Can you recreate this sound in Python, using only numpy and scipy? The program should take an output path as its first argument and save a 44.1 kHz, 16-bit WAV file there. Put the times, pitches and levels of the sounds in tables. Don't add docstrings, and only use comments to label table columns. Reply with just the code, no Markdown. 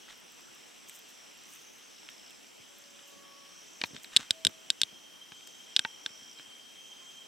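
import sys
import numpy as np
from scipy import signal
from scipy.fft import rfft, irfft, next_fast_len
from scipy.io import wavfile
from scipy.ndimage import uniform_filter1d

SR = 44100
rng = np.random.default_rng(int(sys.argv[2]) if len(sys.argv) > 2 else 0)


def bounce(signal):
    frames = np.transpose(np.atleast_2d(signal))
    limited = np.clip(frames, -1, 1)
    pcm = np.round(limited * 32767).astype(np.int16)
    wavfile.write(sys.argv[1], SR, pcm)


def decibels_to_gain(level_db):
    exponent = np.asarray(level_db, float) / 20
    return 10 ** exponent


N = 320607
EDGE_HZ = 15950


def evened(x):
    return x / np.sqrt(np.mean(x ** 2) + 1e-20)


def read(points, hz):
    f, value = np.transpose(points)
    return np.interp(np.log(hz + 1), np.log(f + 1), value)


def follow(rows, t):
    s, value = np.transpose(rows)
    return np.interp(t, s, value)


def add(mix, s, sound):
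    part = mix[:, round(s * SR):][:, :sound.shape[1]]
    part += sound[:, :part.shape[1]]


def add_all(mix, rows, source):
    for s, *row in rows:
        add(mix, s, source(*row))


def resonate(x, hz, width, count=1):
    turn = np.exp(2j * np.pi * np.cumsum(hz * np.ones(x.shape[-1])) / SR)
    r = np.exp(-np.pi * width / SR)
    poles = np.poly([r] * count)
    shifted_down = x * turn.conj()
    return 2 * (turn * signal.lfilter([poles.sum()], poles, shifted_down)).real


def band(x, low_hz, high_hz):
    sos = signal.butter(N=4, Wn=[low_hz, high_hz], btype="band", fs=SR, output="sos")
    return signal.sosfilt(sos, x)


def coloured(x, points):
    size = next_fast_len(x.shape[-1])
    gain = decibels_to_gain(read(points, np.fft.rfftfreq(size, 1 / SR)))
    return irfft(rfft(x, size) * gain, size)[..., :x.shape[-1]]


def panned(db):
    return decibels_to_gain(np.array([[db / 2], [-db / 2]]))


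def wide(same):
    a, b = rng.standard_normal((2, N))
    return np.array([a, same * a + np.sqrt(1 - same ** 2) * b])


def tone(hz, levels_db):
    turns = np.cumsum(hz) / SR
    sound = sum(np.sqrt(2) * decibels_to_gain(db) * np.sin(2 * np.pi * (k + 1) * turns) for k, db in enumerate(levels_db))
    return sound * signal.windows.tukey(len(hz), .1) * np.array([[1.1], [.8]])


def phrases(rows, rest_db, t, swell_s=0.12, stop_s=0.035):
    gain = 0
    for s, length, db in rows:
        shape = np.minimum((t - s) / swell_s, (s + length - t) / stop_s)
        gain = gain + decibels_to_gain(db) * np.clip(shape, 0, 1)
    return 10 * np.log10(gain ** 2 + decibels_to_gain(rest_db) ** 2)


def glide(rows, t):
    return sum(((t - s) / length - .5) * (t > s) * (t < s + length) for s, length, db in rows)


def singer(level_db, hz, width, throb_hz, sharp, steady, same):
    puffs = evened(np.exp(sharp * np.cos(2 * np.pi * throb_hz * np.arange(N) / SR)))
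    drone = evened(resonate(wide(same), hz, width, count=2))
    loudness = uniform_filter1d(drone ** 2, size=40, axis=1) + 0.073
    return decibels_to_gain(level_db) * puffs * evened(drone / loudness ** (steady / 2))


def crickets(t):
    # time in seconds, level in dB.
    nearness = [(0.0, -71), (1.96, -73), (3.0, -65.5), (3.73, -63.5), (4.6, -64), (4.95, -58), (5.6, -54),
                (6.05, -56), (6.66, -53.5), (7.27, -53.5)]
    # pitch in Hz, width in Hz, throbs a second, sharpness, steadiness from 0 to 1.
    cricket_songs = [(3180, 28, 79, 0.068, 0.7), (3147, 125, 28, 0.19, 0.23)]
    waver = uniform_filter1d(uniform_filter1d(rng.standard_normal(N), size=700), size=700)
    near_db = follow(nearness, t) + 1.6 * evened(waver)
    first = singer(near_db - 3.5, *cricket_songs[0], same=0.73)
    return first + singer(near_db - 5.5, *cricket_songs[1], same=1.0)


def cicadas(t):
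    # start in seconds, length in seconds, level in dB.
    cicada_phrases = [
        [(1.85, 0.55, -55.5), (3.78, 0.24, -59), (5.35, 0.34, -63), (5.98, 0.48, -57)],
        [(-.2, .8, -64), (1.07, 0.66, -58), (2.0, 0.17, -55), (3.4, 0.6, -57), (4.35, 0.41, -65),
         (5.62, 0.74, -53)],
        [(-.3, 0.43, -61), (.6, .2, -73), (1.4, 0.54, -58), (2.55, 0.69, -62), (3.45, 0.5, -58.5),
         (4.65, 0.44, -65), (5.27, 0.41, -57.5), (6.72, 0.49, -57)],
        [(1.07, 0.32, -70), (3.2, 0.47, -58), (5.62, .45, -67)],
    ]
    # pitch in Hz, width in Hz, throbs a second, sharpness, steadiness from 0 to 1.
    cicada_songs = [(5370, 270, 60.5, 1.8, 1), (5730, 360, 57, 0.49, 0), (6300, 390, 34, 0.36, 0.1),
                    (5580, 190, 71, 1.7, 1)]
    chorus_db = [-71, -67, -85, -90]
    glides_hz = [-260, 130, 60, 200]
    out = 0
    for rows, rest_db, glide_hz, (hz, *song) in zip(cicada_phrases, chorus_db, glides_hz, cicada_songs):
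        level_db = phrases(rows, rest_db, t) - 5.5
        out = out + singer(level_db, hz + glide_hz * glide(rows, t), *song, same=0.91)
    return out


def katydids(t):
    # start in seconds, length in seconds, level in dB.
    high = [
        (-.2, 1.6, -71.5),
        (1.75, 0.78, -72),
        (3.4, 0.82, -71),
        (6.35, 0.89, -69.5),
    ]
    # pitch in Hz, width in Hz, throbs a second, sharpness, steadiness from 0 to 1.
    katydid_songs = [(7680, 170, 72, 0.37, 0.15), (7490, 340, 51, 0.56, 0.3), (7970, 270, 49, 0.28, 0.3)]
    rests_db = [-78, -78, -91]
    low = [(.28 + k * 1.68, 1.35, -68 - 1.6) for k in range(5)]
    out = 0
    for rows, rest_db, song in zip([low, low, high], rests_db, katydid_songs):
        level_db = phrases(rows, rest_db, t, swell_s=0.021, stop_s=0.18) - .5
        out = out + singer(level_db, *song, same=0.98)
    return out


def hoot(length, hz, db):
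    u = np.arange(0, length, 1 / SR) / length
    return np.minimum(u / .15, 1) * tone(hz * (1 - .016 * u), [db - 18 * u ** 1.34])


def gnat(start_s, end_s):
    # middle in seconds, spread in seconds, level in dB.
    facing = [
        (3.1, 0.51, -68),
        (3.317, 0.2, -62),
        (3.15, 0.49, -74.5),
    ]
    t = np.arange(start_s, end_s, 1 / SR)
    levels_db = [db - np.minimum(8 * ((t - s) / spread) ** 2, 22) for s, spread, db in facing]
    return tone(567.5 - 8 * (t - t[0]), levels_db)


def flame():
    # frequency in Hz, level in dB per Hz.
    flame_colour = [(18, -52), (30, -22), (111, -9), (245, 1.5), (1120, -5.5), (1950, -7), (3120, -2),
                    (3560, -6), (4510, -11.5), (6020, -3), (6690, -13.5), (7830, -12.5), (8690, -15.5),
                    (14300, -22.5), (15900, -26.5)]
    # time in seconds, level in dB.
    draught = [(0.0, -62.5), (1.09, -61), (1.82, -62), (2.06, -61), (2.61, -62.5), (4.11, -61.5),
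               (5.34, -63.5), (5.63, -62), (7.27, -63)]
    # frequency in Hz, likeness from -1 to 1.
    likeness = [(60, -0.6), (120, -0.74), (240, -0.55), (480, -0.57), (950, -0.28), (1890, 0.57),
                (3770, 0.71), (7520, 0.9), (15000, 0.95)]
    frames, hz = N // 256 + 5, np.fft.rfftfreq(1024, 1 / SR)
    a, b, c, d, patches = rng.standard_normal((frames, 513, 5)).T
    patches = uniform_filter1d(uniform_filter1d(patches, size=14, axis=0), size=10, axis=1)
    same = np.clip(read(likeness, hz), -1, 1)[:, None]
    left = a + 1j * b
    z = np.array([left, same * left + np.sqrt(1 - same ** 2) * (c + 1j * d)])
    level_db = follow(draught, np.arange(frames) * 256 / SR)
    moves = np.exp(-np.log((hz + 1) / 2400) ** 2 / 1.4)[:, None]
    swell_db = moves * (level_db - level_db.mean())
    z *= decibels_to_gain(read(flame_colour, hz)[:, None] + 1.24 * evened(patches) + swell_db)
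    z *= hz[:, None] < EDGE_HZ
    return decibels_to_gain(-54.5) * evened(signal.istft(z, nperseg=1024, noverlap=768)[1][:, :N])


def crackle(per_s, spread_db, colour):
    size = decibels_to_gain(spread_db * np.minimum(rng.exponential(1, N), 4))
    grains = size * (rng.random(N) < per_s / SR)
    return evened(coloured(grains * wide(0.95), colour))


def settling_twigs(t):
    # start in seconds, length in seconds, level in dB.
    slips = [
        (0.082, 0.044, -51.5),
        (3.935, 0.03, -50),
        (4.111, 0.1, -51),
        (4.177, 0.042, -47.5),
    ]
    # frequency in Hz, level in dB.
    twig_colour = [(150, -7), (500, -9.5), (1600, 3), (2300, -1), (3600, 3.5), (4600, -6.5), (7500, -4.5),
                   (12000, -26)]
    gain = 0
    for s, length, db in slips:
        after = np.maximum(t - s, 0)
        fading_db = np.maximum(db - 5 * (after / length) ** 2, -200)
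        gain = gain + np.minimum(after / 0.012, 1) * decibels_to_gain(fading_db)
    return gain * crackle(2500, 3, twig_colour)


def sap_sizzle(t):
    # middle in seconds, length in seconds, level in dB.
    spits = [
        (0.892, 0.024, -54),
        (.95, 0.078, -56.5),
        (1.102, .05, -60),
        (1.54, 0.14, -59.5),
        (1.63, .04, -69),
        (2.787, .02, -66),
        (3.094, 0.078, -64),
        (3.86, 0.034, -55),
        (4.04, 0.025, -55),
        (5.475, .008, -52),
    ]
    # frequency in Hz, level in dB.
    sap_colour = [(3000, -34), (6000, 14), (9000, 12), (10800, -2), (12200, 9), (15000, 8), (15900, -5),
                  (16100, -50)]
    gain = sum(decibels_to_gain(db) * np.exp(-(2 * (t - s) / length) ** 2) for s, length, db in spits)
    return gain * crackle(4000, 2.8, sap_colour)


def tick(peak_db, body_db):
    hz = 13500 + 510 * rng.uniform(-0.86, 1)
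    click = np.zeros(400)
    click[:40] = rng.standard_normal(40)
    fizz = band(click, hz - 1600, min(hz + 1600, EDGE_HZ - 300))
    body = band(click, 7000, 9400)
    sound = fizz / abs(fizz).max() + decibels_to_gain(body_db + 1) * body / abs(body).max()
    return decibels_to_gain(peak_db - 6.5) * sound * np.ones((2, 1))


def thump(peak_db, hz):
    t = np.arange(round(.12 * SR)) / SR
    t60 = np.interp(peak_db, [-37.5, -34], [0.028, 0.0032])
    push = np.sin(2 * np.pi * hz * t)
    push += .5 * np.sin(2 * np.pi * hz * 1.73 * t) + 0.33 * np.sin(2 * np.pi * hz * 0.58 * t)
    push *= decibels_to_gain(-60 * t / t60) * np.minimum(t / 0.0015, 1)
    push = band(push, 93, 750)
    sideways = np.gradient(push) * SR / (2 * np.pi * hz)
    opposite = 0.29 * np.array([sideways, -sideways])
    return decibels_to_gain(peak_db) * (push + opposite) / abs(push).max()


def hollow(t, hz, t60):
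    return evened(np.sin(2 * np.pi * hz * t) * decibels_to_gain(-60 * t / t60) * np.minimum(t / 0.00032, 1))


def knock(peak_db, hz, log_db, pan_db, dull_db=0, width=380, log_hz=940, log_t60=0.0096):
    t = np.arange(round(.09 * SR)) / SR
    blow = rng.standard_normal((2, len(t)))
    blow = (blow[0] + .5 * blow) * decibels_to_gain(-60 * t / 0.013) * np.minimum(t / 0.0002, 1)
    wood = evened(band(blow, 1300, 3700)) + 0.51 * evened(band(blow, 3680, 3760))
    sound = 0.6 * wood + 1.3 * evened(band(resonate(blow, hz, width), 600, 6500))
    bright_db = peak_db - 34 + dull_db + 12
    sound += decibels_to_gain(bright_db) * evened(band(blow, 5000, 12500))
    sound += decibels_to_gain(log_db + 10) * hollow(t, log_hz, log_t60)
    return decibels_to_gain(peak_db) * panned(pan_db) * sound / abs(sound.mean(0)).max()


def faint_knock(peak_db, hz):
    return knock(peak_db, hz, log_db=-36, pan_db=-2, dull_db=-22)


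def log_knock(*row):
    return knock(*row, dull_db=-20, width=900, log_hz=872, log_t60=0.082)


def ring(modes, t, apart):
    out = np.zeros((2, len(t)))
    for (hz, db, t60), (tune, level, side) in zip(modes, rng.standard_normal((len(modes), 3))):
        detuned_hz, gain = hz * (1 + .008 * tune), decibels_to_gain(db + 1.5 * level)
        shift = apart * np.tanh(side) * np.array([[1], [-1]])
        out += gain * decibels_to_gain(-60 * t / t60) * np.sin(2 * np.pi * detuned_hz * t + shift)
    out *= 1 - np.exp(-(t / .0003) ** 2)
    return out / np.linalg.norm(out)


def split(modes, peak_db, snap_db, top_hz):
    t = np.arange(round(.07 * SR)) / SR
    grit = rng.standard_normal((3, len(t)))
    snap = band((t == 0) + 0.37 * grit[0] * decibels_to_gain(-60 * t / 0.0054), 2500, top_hz)
    fibres = band((grit[0] + .9 * grit[1:]) * decibels_to_gain(-60 * t / 0.033), 630, top_hz - 600)
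    sound = ring(modes, np.maximum(t - .0008, 0), apart=0.43)
    sound += decibels_to_gain(snap_db) * snap / np.linalg.norm(snap) + decibels_to_gain(-9) * fibres / np.linalg.norm(fibres)
    spray = band(grit[1:] + grit[0], top_hz, 11700) * decibels_to_gain(-60 * t / 0.0056)
    sound += decibels_to_gain(4 * snap_db - 19) * spray
    return decibels_to_gain(peak_db) * sound / abs(sound.mean(0)).max()


def shaded(x):
    # centre in Hz, width in Hz, depth in dB.
    case_dips = [(6760, 490, -10), (10170, 1100, -12.5), (4620, 160, -9)]
    for dip_hz, width, db in case_dips:
        x = x - (1 - decibels_to_gain(db)) * resonate(x, dip_hz, width)
    return x


def pop(peak_db, wood_db, crack_db, upper_db):
    # pitch as a factor, level in dB, seconds to fade by 60 dB.
    cell_modes = [(.66, -17, 0.0045), (.8, -17, 0.0068), (.92, -5.5, 0.009), (1.0, 18, 0.0056),
                  (1.06, -6.5, 0.025), (1.13, -4, .007)]
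    # pitch in Hz, level in dB, seconds to fade by 60 dB.
    wood_modes = [(250, 6, 0.036), (1120, 3, 0.0077), (1560, 28.5, 0.016), (1900, -36, 0.0051),
                  (2250, -42, .012)]
    crack_modes = [(7550, 7, 0.0044), (8150, 2.5, 0.0061), (8880, -2.5, 0.0068), (9870, 1.5, 0.0051),
                   (12000, -17, 0.0037), (13600, -10, 0.0031), (15000, -18, 0.0031)]
    upper_modes = [(4800, -4, 0.0082), (5050, -2, .007), (5300, 1, .008), (5620, 1, 0.0042)]
    t = np.arange(round(.07 * SR)) / SR
    hz = 3637 + 11 * peak_db
    burst = ring(np.multiply(cell_modes, [hz, 1, 1]), t, apart=.13)
    fibres = band(rng.standard_normal(len(t)) * decibels_to_gain(-60 * t / 0.014), 2790, 5420)
    burst += decibels_to_gain(upper_db) * ring(upper_modes, t, apart=0.69)
    burst += decibels_to_gain(-11.5) * fibres / np.linalg.norm(fibres)
    burst += decibels_to_gain(wood_db + 12.0) * ring(wood_modes, t, apart=0.81)
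    late = np.maximum(t - 0.000427, 0)
    burst += decibels_to_gain(crack_db + 6.0) * ring(crack_modes, late, apart=0.43)
    burst += decibels_to_gain(2 * wood_db - 24) * hollow(t, 876, 0.045)
    echo = rng.standard_normal((2, 600)) * decibels_to_gain(-60 * t[:600] / 0.016) * (t[:600] > .0012)
    echo = (echo + 0.16 * echo[::-1]) / np.linalg.norm(echo)
    burst += decibels_to_gain(-13.5) * signal.fftconvolve(burst, echo, axes=1)[:, :len(t)]
    burst = shaded(burst)
    return decibels_to_gain(peak_db) * burst / abs(burst.mean(0)).max()


def scene():
    # start in seconds, length in seconds, pitch in Hz, level in dB.
    hoot_rows = [
        (4.31, .4, 653, -56.5),
        (7.01, .08, 1062, -61.5),
    ]
    # time in seconds, peak in dB, body relative to the fizz in dB.
    tick_rows = [(0.1755, -45, -9), (0.1999, -45, -10), (0.3207, -43, -9), (0.407, -45, -9),
                 (0.5501, -44, -5), (0.8956, -36, 7), (0.9614, -40, -8), (0.991, -34, -16),
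                 (1.0904, -50, -4), (1.1024, -43, -9), (1.3753, -43, -7), (1.4361, -47, 8),
                 (1.5025, -50, 2), (1.536, -41.5, 7), (1.5514, -38, -6), (1.6147, -49, -9),
                 (1.7554, -44, -8), (1.7848, -45, -10), (2.1006, -41, -2), (2.307, -44.5, 6),
                 (2.6219, -54, -8), (2.7854, -36, -19), (3.0767, -44, -1), (3.8556, -48, -4),
                 (4.0442, -50, 9), (4.4942, -41, -9), (5.4734, -37, -2), (0.1234, -59, 12)]
    # time in seconds, peak in dB, pitch in Hz.
    thump_rows = [(2.599, -59, 113), (3.811, -42.5, 295), (3.8372, -33.5, 302), (3.833, -46, 250),
                  (3.848, -51, 161), (3.907, -49.5, 277), (3.932, -45, 173), (3.946, -42, 238),
                  (3.973, -52, 218), (4.164, -36.5, 202), (4.193, -41.5, 250), (4.306, -34, 250),
                  (4.455, -35, 192), (4.469, -32, 232), (4.48, -44, 206), (4.494, -50, 320),
                  (4.567, -59, 248), (4.701, -49, 225), (4.814, -53, 213), (4.832, -49, 148),
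                  (4.926, -52, 228), (5.318, -51, 179), (5.762, -55, 280), (5.793, -50, 185),
                  (5.848, -43.5, 239), (6.061, -50.5, 254), (6.103, -56, 215), (6.219, -54.5, 238),
                  (6.395, -52, 293)]
    # time in seconds, peak in dB, centre in Hz.
    faint_rows = [
        (0.393, -47, 1120),
        (.896, -41, 3000),
        (2.839, -45, 4900),
        (2.991, -42, 3000),
        (6.092, -44, 2646),
        (6.387, -41, 3860),
        (6.396, -36, 1350),
        (5.408, -43, 2520),
        (5.473, -39.5, 5200),
    ]
    # time in seconds, peak in dB, centre in Hz, hollow log ring in dB, left-right in dB.
    knock_rows = [(0.082, -45, 1600, -23, -5), (0.088, -41.5, 1900, -16, -3), (0.097, -43, 3500, -30, 0),
                  (0.106, -44, 2000, -30, -3), (2.032, -45, 3180, -8, 0.0), (2.088, -34, 3000, -39, -3),
                  (2.306, -46, 3250, -29, -6), (2.444, -45, 2390, -24, -6), (3.8440, -35.5, 4120, -41, -2),
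                  (3.8441, -30, 2100, -41, 2), (3.8562, -41, 4030, -40, 0), (3.907, -49, 3500, -27, 0),
                  (3.947, -41, 3240, -14, 0), (3.9642, -30, 3630, -36, -2), (4.0445, -35.5, 3800, -35, -4),
                  (4.045, -39, 1770, -38, 0.0), (4.494, -46, 800, -27, -18)]
    log_rows = [
        (5.32, -33.5, 1560, -20, 0.5),
    ]
    # time in seconds, peak in dB, bright snap in dB, top of the snap in Hz.
    split_rows = [
        (3.8151, -17, -3.5, 5200),
        (3.8376, -18, -6, 5500),
        (5.8493, -19.5, -6, 4300),
    ]
    # pitch in Hz, level in dB, seconds to fade by 60 dB.
    first_branch = [(1920, -6, 0.019), (2360, 1, 0.012), (2880, -2.5, 0.015), (3830, -4, 0.014),
                    (4520, -15, 0.023), (4904, -27, 0.01), (5265, -35, 0.026)]
    second_branch = [(940, -6.5, 0.017), (1570, -17, .013), (1880, 1, 0.0067), (2390, 2.5, 0.014),
                     (3020, -8, 0.0063), (3640, -4, 0.011), (4500, -11, .009), (5200, -16, .006)]
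    late_branch = [(897, -8.5, 0.064), (1550, 3.5, 0.017), (1900, -1, 0.026), (2290, 2, 0.014),
                   (2700, -4, 0.027), (3580, -11, 0.015), (4468, -23, 0.013)]
    # time in seconds, peak in dB, low wood ring in dB, high crack in dB, upper ring in dB.
    pop_rows = [(4.164, -0.5, -44, -15, -15), (4.169, -2.5, -34, -16.5, -9), (4.3075, -4, -28.5, -13, -6),
                (4.4496, -5.5, -26, -11, -4), (4.4683, -6.5, -30.5, -13.5, -12),
                (4.7025, -5, -30.5, -13.5, -8), (4.8157, -5, -29, -13, -3.5), (4.8335, -9.5, -45, -19, -16),
                (5.7638, -3, -48, -18.5, -8.5), (5.7925, -7, -23.5, -18, -8),
                (6.0618, -14, -19.5, -22.5, -10), (5.7662, -10, -29, -29, -15)]

    t = np.arange(N) / SR
    mix = crickets(t) + cicadas(t) + katydids(t)
    add_all(mix, hoot_rows, hoot)
    add(mix, 2.64, gnat(2.64, 3.8))
    mix += flame() + settling_twigs(t) + sap_sizzle(t)
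    add_all(mix, tick_rows, tick)
    add_all(mix, thump_rows, thump)
    add_all(mix, faint_rows, faint_knock)
    add_all(mix, knock_rows, knock)
    add_all(mix, log_rows, log_knock)
    for modes, (s, *row) in zip((first_branch, second_branch, late_branch), split_rows):
        add(mix, s, split(modes, *row))
    add_all(mix, pop_rows, pop)
    return mix


def roll_off(x):
    return signal.sosfilt(signal.butter(12, 17050, fs=SR, output="sos"), x)


def record(dry):
    soft = dry / (1 + abs(dry / 1.02) ** 8) ** (1 / 8)
    limited = coloured(soft, [(16400, 0), (17000, -50)])
    return roll_off(limited)


dry = scene()
out = record(dry)
bounce(out)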